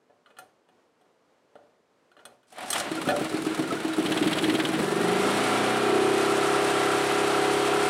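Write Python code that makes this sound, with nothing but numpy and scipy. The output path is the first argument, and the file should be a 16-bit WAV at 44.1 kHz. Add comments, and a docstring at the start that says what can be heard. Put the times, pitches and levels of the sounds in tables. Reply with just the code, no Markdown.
"""A small petrol generator in an open shed

Fingers click its levers, the starter cord is pulled, the single cylinder fires slowly, catches, shakes a
loose panel and runs up to a nearly steady speed; someone then walks past in front. Firings ring a silencer,
valve blows stir noise for the metal parts, knocks ring the frame, and a faint yard murmurs behind.
A close pair of microphones hears it almost in mono, through a peak limiter."""
import sys
import numpy as np
from scipy import signal
from scipy.fft import rfft, irfft, next_fast_len
from scipy.io import wavfile
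from scipy.ndimage import uniform_filter1d, minimum_filter1d, map_coordinates

SR = 44100
rng = np.random.default_rng(int(sys.argv[2]) if len(sys.argv) > 2 else 0)


def master(y):
    """Save y as 16-bit WAV."""
    cut = np.clip(np.atleast_2d(y).T, -1, 1)
    pcm = np.round(cut * 32767)  # scale
    wavfile.write(sys.argv[1], SR, pcm.astype(np.int16))


def natural_amplitude(level_db):
    """Convert a level in decibels to a linear amplitude factor, elementwise."""
    exponent = np.asarray(level_db, float) / 20
    return 10 ** exponent


N = 347949  # length in samples

# first, uneven firings: start_s, puff_peak_db
FIRST_FIRINGS = [(2.912, -20.5), (3.07, -17), (3.212, -21.5), (3.339, -16), (3.463, -16.5), (3.59, -16.5),
                 (3.72, -20), (3.846, -18), (3.981, -11), (4.049, -19), (4.107, -17.5), (4.162, -19),
                 (4.213, -9), (4.26, -11), (4.317, -23), (4.374, -47), (4.43, -17), (4.484, -12.5),
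                 (4.539, -14.5), (4.588, -21), (4.64, -20), (4.686, -19.5), (4.736, -19.5), (4.789, -22)]
# running up, then holding a speed that drifts a little: time_s, firings_per_s
RUNNING_SPEED = [(4.55, 19.2), (4.72, 20.9), (4.84, 22.1), (5.07, 25.5), (5.2, 27.4), (5.27, 28.2),
                 (5.4, 29.3), (5.74, 31.3), (5.89, 32.2), (6.26, 33.3), (6.62, 33.9), (6.78, 33.4),
                 (7.14, 33.9), (7.36, 33.7), (7.41, 33.9), (7.81, 34.1), (7.89, 33.9)]
EVEN_FROM_S = 4.83  # from here firings follow the running speed
# level of each part by engine speed, before its own swells and boosts:
# firings_per_s, exhaust_db, casing_db, clatter_db, shudder_db, spikiness_0_to_1 (how far blows shape the noise)
LEVELS_BY_SPEED = [(6.85, -38, -40, -48.5, -37, 0.76), (19.3, -47, -36, -49, -32, 0.48),
                   (23.4, -32, -38, -47.5, -34.5, 0.37), (30.3, -29.5, -29, -39, -37.5, 0.1),
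                   (32.9, -29.5, -31.5, -40.5, -48.5, 0.14)]

# response of the hot silencer, peaks and valleys: pitch_hz, level_db
HOT_SILENCER = [(35, -63), (65, -34), (100, -26), (120, -13), (137, -16), (170, -22), (203, -17),
                (236, -22), (270, -16), (296, -14), (316, -7), (338, -5), (372, -7), (396, -3), (410, 1),
                (440, -15), (503, -11), (560, -19), (700, -19), (748, -5), (790, -20), (940, -25),
                (985, -12), (1020, -25), (1195, -16), (1300, -23), (1355, -13), (1400, -22), (1560, -28),
                (1626, -19), (1700, -30), (4000, -90)]
# resonances of the cold silencer, before gas flow damps them: pitch_hz, width_hz, level_db
COLD_SILENCER = [(138, 48, -16), (205, 51, -13), (260, 12, -5), (316, 9, 5), (408, 20, -6), (690, 60, -18)]
DAMPING_RATE = 27  # firings per s at which the gas flow doubles the damping of the cold silencer
SWEEP_S_PER_HZ = .00005  # how much later each higher note leaves the main chamber
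# the main chamber leads while the engine catches, sags late in the run-up, returns strong and settles
BOOM_EARLY_DB, BOOM_DIP_DB, BOOM_BACK_DB = 4.5, -3, 8.5
BOOM_DIP_S, BOOM_EDGE_S, BOOM_SETTLE_S = (5.27, 5.86), 0.072, 0.44

# clean tones under full throttle, the last a whine: multiple_of_firing_rate, level_db
THROTTLE_TONES = [(6, -55), (7, -39), (8, -58), (9, -39.5), (76, -45)]
# thin tones at steady speed: multiple_of_firing_rate, level_db
THIN_TONES = [(60, -50), (96, -55)]
THROTTLE_S, THROTTLE_EDGE_S, THROTTLED_DB = (4.65, 6.35), 0.22, -8  # opens and closes, edge, tones once closed

# the cord pull heard in the casing: time_s, level_db
CORD_PULL = [(2.47, -79), (2.53, -61), (2.59, -40.5), (2.7, -43), (2.76, -30), (2.795, -38), (2.902, -36.5)]
# the starter's rattle peaks as the cord runs out
PAWL_PEAK_S, PAWL_PEAK_DB, PAWL_RISE_DB_PER_S, PAWL_FALL_DB_PER_S = 2.772, -38, 116, 113
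# colour of the casing roar: pitch_hz, relative_db_per_hz
CASING_COLOUR = [(25, -62), (120, -44), (250, -30), (450, -24), (620, -13), (1000, -17), (1500, -18),
                 (3000, -22), (4400, -28), (5500, -45), (9000, -90)]
# notes that stand out of the casing roar: pitch_hz, width_hz, boost_db
CASING_NOTES = [(680, 40, 3), (750, 25, 3), (1420, 40, 3)]
# colour of the metallic clatter: pitch_hz, relative_db_per_hz
CLATTER_COLOUR = [(2500, -0.5), (4000, 1), (5700, 3), (6300, 0), (8400, 2.5), (9100, 3.5), (10500, -5),
                  (12500, -12), (15000, -18), (16000, -34)]
# resonances of the tappets: pitch_hz, width_hz, level_db
TAPPET_NOTES = [(1270, 110, 7), (695, 29, 4.5), (4150, 89, -1), (8080, 220, -1), (10600, 730, -3)]
# colour of the low shudder of the frame: pitch_hz, relative_db_per_hz
SHUDDER_COLOUR = [(25, -57), (70, -17.5), (130, -8), (250, -0.5), (420, -1), (600, -10.5), (900, -42)]
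SHUDDER_START_S, SHUDDER_BUILD_S = 2.457, 0.39
PASSING_S, PASSING_HALF_S = 5.88, 0.28  # a body walks past
PASSING_CASING_DB, PASSING_CLATTER_DB = -1.5, -3.5  # and shades these two

# resonances of the loose panel: pitch_hz, width_hz, level_db
PANEL_NOTES = [(1800, 330, 1), (3130, 430, 4), (3730, 750, -1), (8900, 4000, -20)]
# it slaps after each firing while the engine shakes, hardest midway
SLAPPING_S, SLAP_LAG_S, SLAP_PEAK_S = (4.03, 4.66), 0.01, 4.4
SLAP_DB, SLAP_FADE_DB_PER_S = -17.5, 7  # before the burst shape
# bouts of a loose cover's rattle: time_s, peak_db
RATTLE_BOUTS = [(5.25, -30), (5.55, -28), (5.87, -31), (6.32, -29), (6.44, -27), (6.53, -27), (6.75, -26),
                (6.91, -25), (7.36, -30), (7.74, -28), (7.86, -28)]
RATTLE_HZ, RATTLE_LAG_S, RATTLE_BOUT_S, RATTLE_IDLE_DB = 1335, .017, .05, -33
# parts that ring at one point of the slow cycle: share_of_cycle, pitch_hz, level_db (before the soft attack), t60_s
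SLOW_PINGS = [(0.38, 1410, -25, 0.058), (0.9, 1300, -23, 0.049), (0.22, 4220, -28, 0.03),
              (0.64, 3900, -30, 0.036)]

# finger and starter knocks on the steel frame: start_s, peak_db (between 1 and 5 kHz), thud_db, brightness_db
FRAME_KNOCKS = [(0.098, -58, 16.5, -30), (0.26, -41.5, -15, -30), (0.3032, -50, 1, -22),
                (0.3675, -40.5, -5, -26), (0.386, -35, -1, -1.5), (0.403, -57, 8, -30),
                (0.687, -53, 3.5, -15), (1.0111, -60.5, 10.5, -7), (1.554, -47, 6.5, -25),
                (2.1155, -49.5, -11, -11), (2.167, -44, -2, -27), (2.1908, -42, -6, -37),
                (2.2526, -34.5, 2.5, -6.5), (2.4302, -55.5, -11, -12), (2.5243, -51, 13.5, 4),
                (2.5821, -40, 7.5, -10), (2.6292, -37, 12.5, -10), (2.7032, -25.5, -6, 6.5),
                (2.7298, -14, -20, 0), (2.7548, -29, 7, -17), (2.7895, -26, -2, -5), (2.806, -27, 3, -15),
                (3.0864, -9.5, -0.5, -17), (3.105, -24, 5, -23)]
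# resonances of the steel frame: pitch_hz, width_hz, level_db
FRAME_NOTES = [(300, 100, -10), (465, 30, -3), (600, 50, 1), (740, 60, 4), (1210, 90, -5), (1400, 90, 1),
               (1720, 35, -4), (2500, 40, -3), (2960, 200, -5), (3300, 160, -8), (4130, 35, -3),
               (6000, 3000, -15), (6250, 60, -10), (8350, 140, 0), (9150, 120, -4), (10300, 60, -5),
               (12100, 40, -4), (12750, 40, -5), (13250, 50, -5)]
SCUFF_DB, SCUFF_S = -23, 0.07  # a hand scuffs off after each lever knock: level against its peak, dying time

# colour of the yard murmur, also used for scuffs: pitch_hz, relative_db_per_hz
YARD_COLOUR = [(25, -30), (130, -9.5), (230, -4.5), (500, -0.5), (800, -7), (1100, -8), (2000, -15.5),
               (4000, -22), (8300, -28.5), (15900, -44)]
YARD_DB = -67
# how long the shed rings: pitch_hz, t60_s
SHED_DECAY = [(200, 0.92), (1500, 0.096), (6000, 0.023), (14000, 0.0078)]
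# weight of the stereo difference, before a 3 dB lift: pitch_hz, level_db
STEREO_SPREAD = [(30, -31), (125, -62), (250, -56.5), (550, -45.5), (1650, -33.5), (4970, -24),
                 (9000, -22.5), (15000, -20)]


def unit(x):
    """Scales a sound to rms 1."""
    return x / np.sqrt(np.mean(x ** 2) + 1e-20)


def along(points, hz):
    """Reads (Hz, value) points on a log pitch axis."""
    f, v = np.transpose(points)
    return np.interp(np.log(hz + 1), np.log(f + 1), v)


def curves(rows):
    """Gives one value per sample for each column after the time."""
    s, *cols = np.transpose(rows)
    return [np.interp(np.arange(N) / SR, s, c) for c in cols]


def wobble(rate):
    """Draws a smooth random curve with this many knots a second."""
    knots = rng.standard_normal(int(N * rate / SR) + 4)
    return map_coordinates(knots, [np.arange(N) * rate / SR])


def filtered(x, response):
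    """Filters x by a complex response of frequency."""
    m = 2 * next_fast_len(N // 2 + SR // 4)
    return irfft(rfft(x, m) * response(np.fft.rfftfreq(m, 1 / SR)), m)[..., :N]


def modes(table):
    """Builds the response of a set of resonances, with alternating signs."""
    def response(f):
        return sum((-1) ** k * natural_amplitude(db) * 1j * f * w / (c * c - f * f + 1j * f * w)
                   for k, (c, w, db) in enumerate(table))
    return response


def causal(points):
    """Builds a response through (Hz, dB) points that acts as early as it can (minimum phase)."""
    def response(hz):
        cepstrum = irfft(np.log(natural_amplitude(along(points, hz))))
        half = len(cepstrum) // 2
        folded = np.r_[cepstrum[0], 2 * cepstrum[1:half], cepstrum[half], np.zeros(half - 1)]
        return np.exp(rfft(folded))
    return response


def noise(spectrum):
    """Makes coloured noise of rms 1."""
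    return unit(filtered(rng.standard_normal(N), lambda hz: natural_amplitude(along(spectrum, hz))))


def impulses(times, sizes):
    """Places one spike per event."""
    return np.bincount(np.clip(np.round(times * SR).astype(int), 0, N - 1), sizes, N)


def burst(x, rise, fall):
    """Turns every spike into an envelope that rises and falls with these time constants (s)."""
    t = np.arange(SR // 4) / SR
    return signal.fftconvolve(x, (1 - np.exp(-t / rise)) * np.exp(-t / fall))[:N]


def step_at(s, edge):
    """Makes a smooth change from 0 to 1 around a moment."""
    return (1 + np.tanh((np.arange(N) / SR - s) / edge)) / 2


def firing_times():
    """The uneven start, then a firing each time the running rate completes a cycle."""
    running = curves(RUNNING_SPEED)[0] * (np.arange(N) >= EVEN_FROM_S * SR)
    cycles = np.cumsum(running) / SR
    even = np.flatnonzero(np.diff(np.ceil(cycles))) / SR
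    return np.transpose(FIRST_FIRINGS)[0], even


def engine_map():
    """Reads each part's level per sample from the speed that the firings show."""
    times = np.concatenate(firing_times())
    gaps = np.diff(times)
    speed = np.interp(np.arange(N) / SR, times[:-1] + gaps / 2, 1 / gaps)
    smooth_speed = uniform_filter1d(speed, size=4410)
    rate, *parts = np.transpose(LEVELS_BY_SPEED)
    return [np.interp(smooth_speed, rate, p) for p in parts]


def exhaust():
    """Even firings blow the hot silencer, whose resonances lie higher than the cold one's."""
    even, t = firing_times()[1], np.arange(N) / SR
    chance = rng.standard_normal((len(even), 2))
    pulses = impulses(even + .00008 * chance[:, 0], natural_amplitude(.7 * chance[:, 1]))
    turns = rng.uniform(-np.pi, np.pi, 700)

    def silencer(hz):
        # the baffles smear the pulse: outside the main chamber every note leaves at its own moment
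        outside = (hz > 450) | (hz < 255)
        smear = np.exp(1j * np.interp(hz / 34, np.arange(700), turns) * outside)
        # inside it the higher notes leave later, so each pulse sweeps upward
        sweep = np.exp(-1j * np.pi * SWEEP_S_PER_HZ * (np.clip(hz, 255, 450) - 300) ** 2)
        return causal(HOT_SILENCER)(hz) * smear * sweep

    note = unit(filtered(pulses, silencer))
    boom = filtered(note, lambda hz: np.exp(-((hz - 375) / 60) ** 4))
    gone, back = (step_at(s, BOOM_EDGE_S) for s in BOOM_DIP_S)
    settling = back * np.exp(-((t - BOOM_DIP_S[1]) / BOOM_SETTLE_S) ** 2)
    boom_db = BOOM_EARLY_DB * (1 - gone) + BOOM_DIP_DB * (gone - back) + BOOM_BACK_DB * settling
    return natural_amplitude(engine_map()[0]) * (note + (natural_amplitude(boom_db) - 1) * boom)


def chugs():
    """The first firings thump in the cold silencer; each stirs its resonances differently."""
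    out, f = np.zeros(N + SR), np.fft.rfftfreq(SR, 1 / SR)
    gaps = np.diff(np.r_[firing_times()[0], EVEN_FROM_S])
    blunt = 1j * f / (90 + 1j * f) / (1 + 1j * f / 600) ** 2  # a soft-edged push of gas
    stirs = rng.standard_normal((len(FIRST_FIRINGS), len(COLD_SILENCER), 2))
    for (s, db), gap, stir in zip(FIRST_FIRINGS, gaps, stirs):
        damping = 1 + (1 / gap / DAMPING_RATE) ** 2
        stirred = [(c * (1 + .008 * u), w * damping, level + 2.5 * v)
                   for (c, w, level), (u, v) in zip(COLD_SILENCER, stir)]
        puff = irfft(modes(stirred)(f) * blunt)[:SR // 2]
        puff = natural_amplitude(db) * puff / np.max(abs(puff))
        out[round(s * SR):][:len(puff)] += puff
        # the rising piston pushes out a second, weaker puff
        out[round((s + .3 * gap) * SR):][:len(puff)] += natural_amplitude(-11.0) * puff
    return out[:N]


def engine_tones():
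    """Open throttle: multiples of the firing rate glide as clear tones; once closed, thin high ones hold."""
    turn = 2 * np.pi * np.cumsum(curves(RUNNING_SPEED)[0]) / SR
    opened, closed = (step_at(s, THROTTLE_EDGE_S) for s in THROTTLE_S)
    clear = sum(natural_amplitude(db + 2.1 * wobble(3.8)) * np.sin(k * turn + rng.uniform(0, 2 * np.pi))
                for k, db in THROTTLE_TONES)
    thin = sum(natural_amplitude(db + 5.7 * wobble(9.9)) * np.sin(k * turn) for k, db in THIN_TONES)
    return np.sqrt(2) * (opened * natural_amplitude(THROTTLED_DB * closed) * clear + closed * thin)


def mechanical_blows(times):
    """The starter's pawls tick during the pull, then two valves open and close once a cycle."""
    pawls = np.linspace(CORD_PULL[0][0], CORD_PULL[-2][0], num=14) + rng.uniform(0, 0.016, size=14)
    valves = [times[:-1] + share * np.diff(times) for share in (.02, .25, .65, .88)]
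    moments = np.concatenate([pawls, *valves])
    return impulses(moments, natural_amplitude(rng.normal(0, 3, len(moments))))


def casing(level_db, spiky, times, blows):
    """The casing roars in its own notes and swells with each firing and blow."""
    def boost(hz):
        return natural_amplitude(sum(db / (1 + (2 * (hz - c) / w) ** 2) for c, w, db in CASING_NOTES))
    fired = 1.33 * burst(impulses(times, np.ones(len(times))), 0.0044, 0.026)
    struck = 1.38 * burst(blows, 0.0021, 0.0074)
    roar = unit(filtered(noise(CASING_COLOUR), boost))
    return roar * (1 + spiky * (fired + struck)) * natural_amplitude(level_db + 2.2 * spiky * wobble(45))


def clatter(level_db, spiky, blows):
    """Pawls and valves put sharp ticks on bright metallic noise."""
    ticks = 1 + 1.8 * spiky * burst(blows, 0.00034, 0.01)
    return noise(CLATTER_COLOUR) * ticks * natural_amplitude(level_db + 0.87 * wobble(40))


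def tappets(casing_db, spiky, blows):
    """Each blow lets out a short burst of noise in the tappets' resonances."""
    ringing = unit(filtered(rng.standard_normal(N), modes(TAPPET_NOTES)))
    return ringing * spiky * burst(blows, 0.00056, 0.0064) * natural_amplitude(casing_db + 3.0)


def shudder(level_db):
    """The frame shudders as low noise that builds up from the cord pull."""
    since = np.clip(np.arange(N) / SR - SHUDDER_START_S, 0, None)
    build = 1 - np.exp(-(since / SHUDDER_BUILD_S) ** 2)
    return noise(SHUDDER_COLOUR) * build * natural_amplitude(level_db + 2.5 * wobble(25))


def machinery():
    """Sets the levels of the moving metal parts, from the cord pull on, and adds them up."""
    times, t = np.concatenate(firing_times()), np.arange(N) / SR
    _, casing_db, clatter_db, shudder_db, spiky = engine_map()
    spiky = np.clip(spiky, 0, 1)
    shade = np.exp(-((t - PASSING_S) / PASSING_HALF_S) ** 2)
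    rise, fall = PAWL_RISE_DB_PER_S * (t - PAWL_PEAK_S), PAWL_FALL_DB_PER_S * (PAWL_PEAK_S - t)
    pawl_db = PAWL_PEAK_DB + np.minimum(rise, fall)
    pulling = t < CORD_PULL[-1][0]
    casing_db = np.where(pulling, curves(CORD_PULL)[0], casing_db + PASSING_CASING_DB * shade)
    engine_db = np.maximum(pawl_db, clatter_db + PASSING_CLATTER_DB * shade)
    clatter_db = np.where(t < PAWL_PEAK_S, pawl_db, engine_db)
    blows = mechanical_blows(times)
    parts = casing(casing_db, spiky, times, blows) + clatter(clatter_db, spiky, blows)
    parts += tappets(casing_db, spiky, blows) + shudder(shudder_db)
    return (t > CORD_PULL[0][0]) * parts


def panel():
    """Each slap is a short burst of noise in the panel's resonances."""
    s = firing_times()[0]
    s = s[(s > SLAPPING_S[0]) & (s < SLAPPING_S[1])] + SLAP_LAG_S
    sheet = unit(filtered(rng.standard_normal(N), modes(PANEL_NOTES)))
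    size = natural_amplitude(SLAP_DB - SLAP_FADE_DB_PER_S * abs(s - SLAP_PEAK_S))
    return sheet * burst(impulses(s, size), 0.0029, 0.0068)


def rattle():
    """A loose cover rings briefly after every even firing, loudest in short bouts."""
    s, t = firing_times()[1] + RATTLE_LAG_S, np.arange(SR // 20) / SR
    bouts = sum(natural_amplitude(db) * np.exp(-((s - at) / RATTLE_BOUT_S) ** 2) for at, db in RATTLE_BOUTS)
    size = natural_amplitude(RATTLE_IDLE_DB) + bouts
    chance = rng.standard_normal((len(s), 2))
    ring = np.sin(2 * np.pi * RATTLE_HZ * t) * t / .003 * np.exp(1 - t / .003)
    hits = impulses(s + .0003 * chance[:, 0], size * natural_amplitude(1.5 * chance[:, 1]))
    return signal.fftconvolve(hits, ring)[:N]


def pings():
    """At low speed the slack in the crank and valve gear rings out as short metallic notes."""
    times, t, out = firing_times()[0], np.arange(SR // 10) / SR, np.zeros(N + SR)
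    times = times[times < SLAPPING_S[0]]
    for share, hz, db, t60 in SLOW_PINGS:
        chance = rng.standard_normal((len(times) - 1, 3))
        for s, (late, size, tune) in zip(times[:-1] + share * np.diff(times), chance):
            ring = np.sin(2 * np.pi * hz * (1 + 0.02 * tune) * t) * (1 - np.exp(-t / 0.0061))
            fading = natural_amplitude(db + 3 * size - 60 * t / t60)
            out[round((s + .003 * late) * SR):][:len(t)] += fading * ring
    return out[:N]


def knocks():
    """Every knock is a burst of noise in the frame's resonances; hard, thin blows crack."""
    out, t = np.zeros(N + SR), np.arange(SR // 4) / SR
    f = np.fft.rfftfreq(SR // 2, 1 / SR)
    hz, width, level = np.transpose(FRAME_NOTES)[:, :, None]
    for s, db, thud_db, bright_db in FRAME_KNOCKS:
        strength = natural_amplitude(level + rng.normal(0, 2, level.shape))
        ring = np.sum(strength * 1j * f * width / (hz ** 2 - f ** 2 + 1j * f * width), axis=0)
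        crack = natural_amplitude(.4 * (db - thud_db + 27) - 60 * t / .018)
        body, tail = natural_amplitude(-60 * t / .045), natural_amplitude(-16 - 60 * t / .3)
        blow = rng.standard_normal(len(t)) * (crack + body + tail) * (1 - np.exp(-t / 0.0006))
        sound = rfft(blow, SR // 2) * ring
        # thud tilts the low end, brightness the high end
        tilt = along([(900, thud_db), (1100, 0), (1900, 0), (4200, .3 * bright_db), (5500, bright_db),
                      (11000, bright_db), (16000, bright_db - 12)], f)
        peak = np.max(abs(irfft(sound * (f > 1000) * (f < 5000))))
        out[round(s * SR):][:len(t)] += natural_amplitude(db) * irfft(sound * natural_amplitude(tilt))[:len(t)] / peak
    return out[:N]


def scuffs():
    """Hands rub off the frame after each knock before the pull, as soft fading noise."""
    t = np.arange(N) / SR
    rub = sum(natural_amplitude(db + SCUFF_DB) * np.clip((t - s) / 0.0082, 0, 1) * np.exp(-abs(t - s) / SCUFF_S)
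              for s, db, _, _ in FRAME_KNOCKS if s < CORD_PULL[0][0])
    return noise(YARD_COLOUR) * rub * natural_amplitude(2.5 * wobble(30))


def yard():
    """Distant outdoor murmur of wind and leaves: coloured noise that wavers in level."""
    return noise(YARD_COLOUR) * natural_amplitude(YARD_DB + wobble(7.62))


def shed(x):
    """Two unrelated answers of the walls; each frequency dies at its own speed."""
    hz, t, z = signal.stft(rng.standard_normal((2, SR // 2)), SR, nperseg=256)
    fading = natural_amplitude(-60 * t / along(SHED_DECAY, hz)[:, None])
    tail = signal.istft(z * fading, SR, nperseg=256)[1]
    late = np.pad(x, (300, 0))[None]  # the walls answer 300 samples later
    return signal.fftconvolve(late, tail / np.linalg.norm(tail[0]), axes=1)[:, :N]


def scene():
    """The machine, the walls and the yard; only scattered sound differs between the microphones."""
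    struck, thumps = knocks() + panel() + pings() + rattle(), chugs()
    dry = struck + thumps + exhaust() + engine_tones() + machinery() + scuffs() + yard()
    side = filtered(shed(dry)[1], lambda hz: natural_amplitude(along(STEREO_SPREAD, hz) + 3.0))
    # the running exhaust stays dry in the middle; struck parts and first thumps ring in the shed
    mid = dry + natural_amplitude(-12.0) * shed(struck)[0] + natural_amplitude(-17) * shed(thumps)[0]
    return np.array([mid + side, mid - side])


def low_pass(x):
    """Removes everything above the highest recorded frequency."""
    return signal.sosfilt(signal.butter(12, 16010, fs=SR, output="sos"), x)


def record(dry):
    """The deep bass is rolled off, everything above 15.9 kHz is cut, and a limiter holds the peaks down."""
    heard = filtered(dry, lambda hz: (1j * hz / (45 + 1j * hz)) ** 2 * (hz < 15900))
    need = np.minimum(1, .195 / (np.max(abs(heard), axis=0) + 1e-9))
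    gain = uniform_filter1d(minimum_filter1d(need, size=161), size=81)
    return low_pass(heard * gain)


dry = scene()
out = record(dry)
master(out)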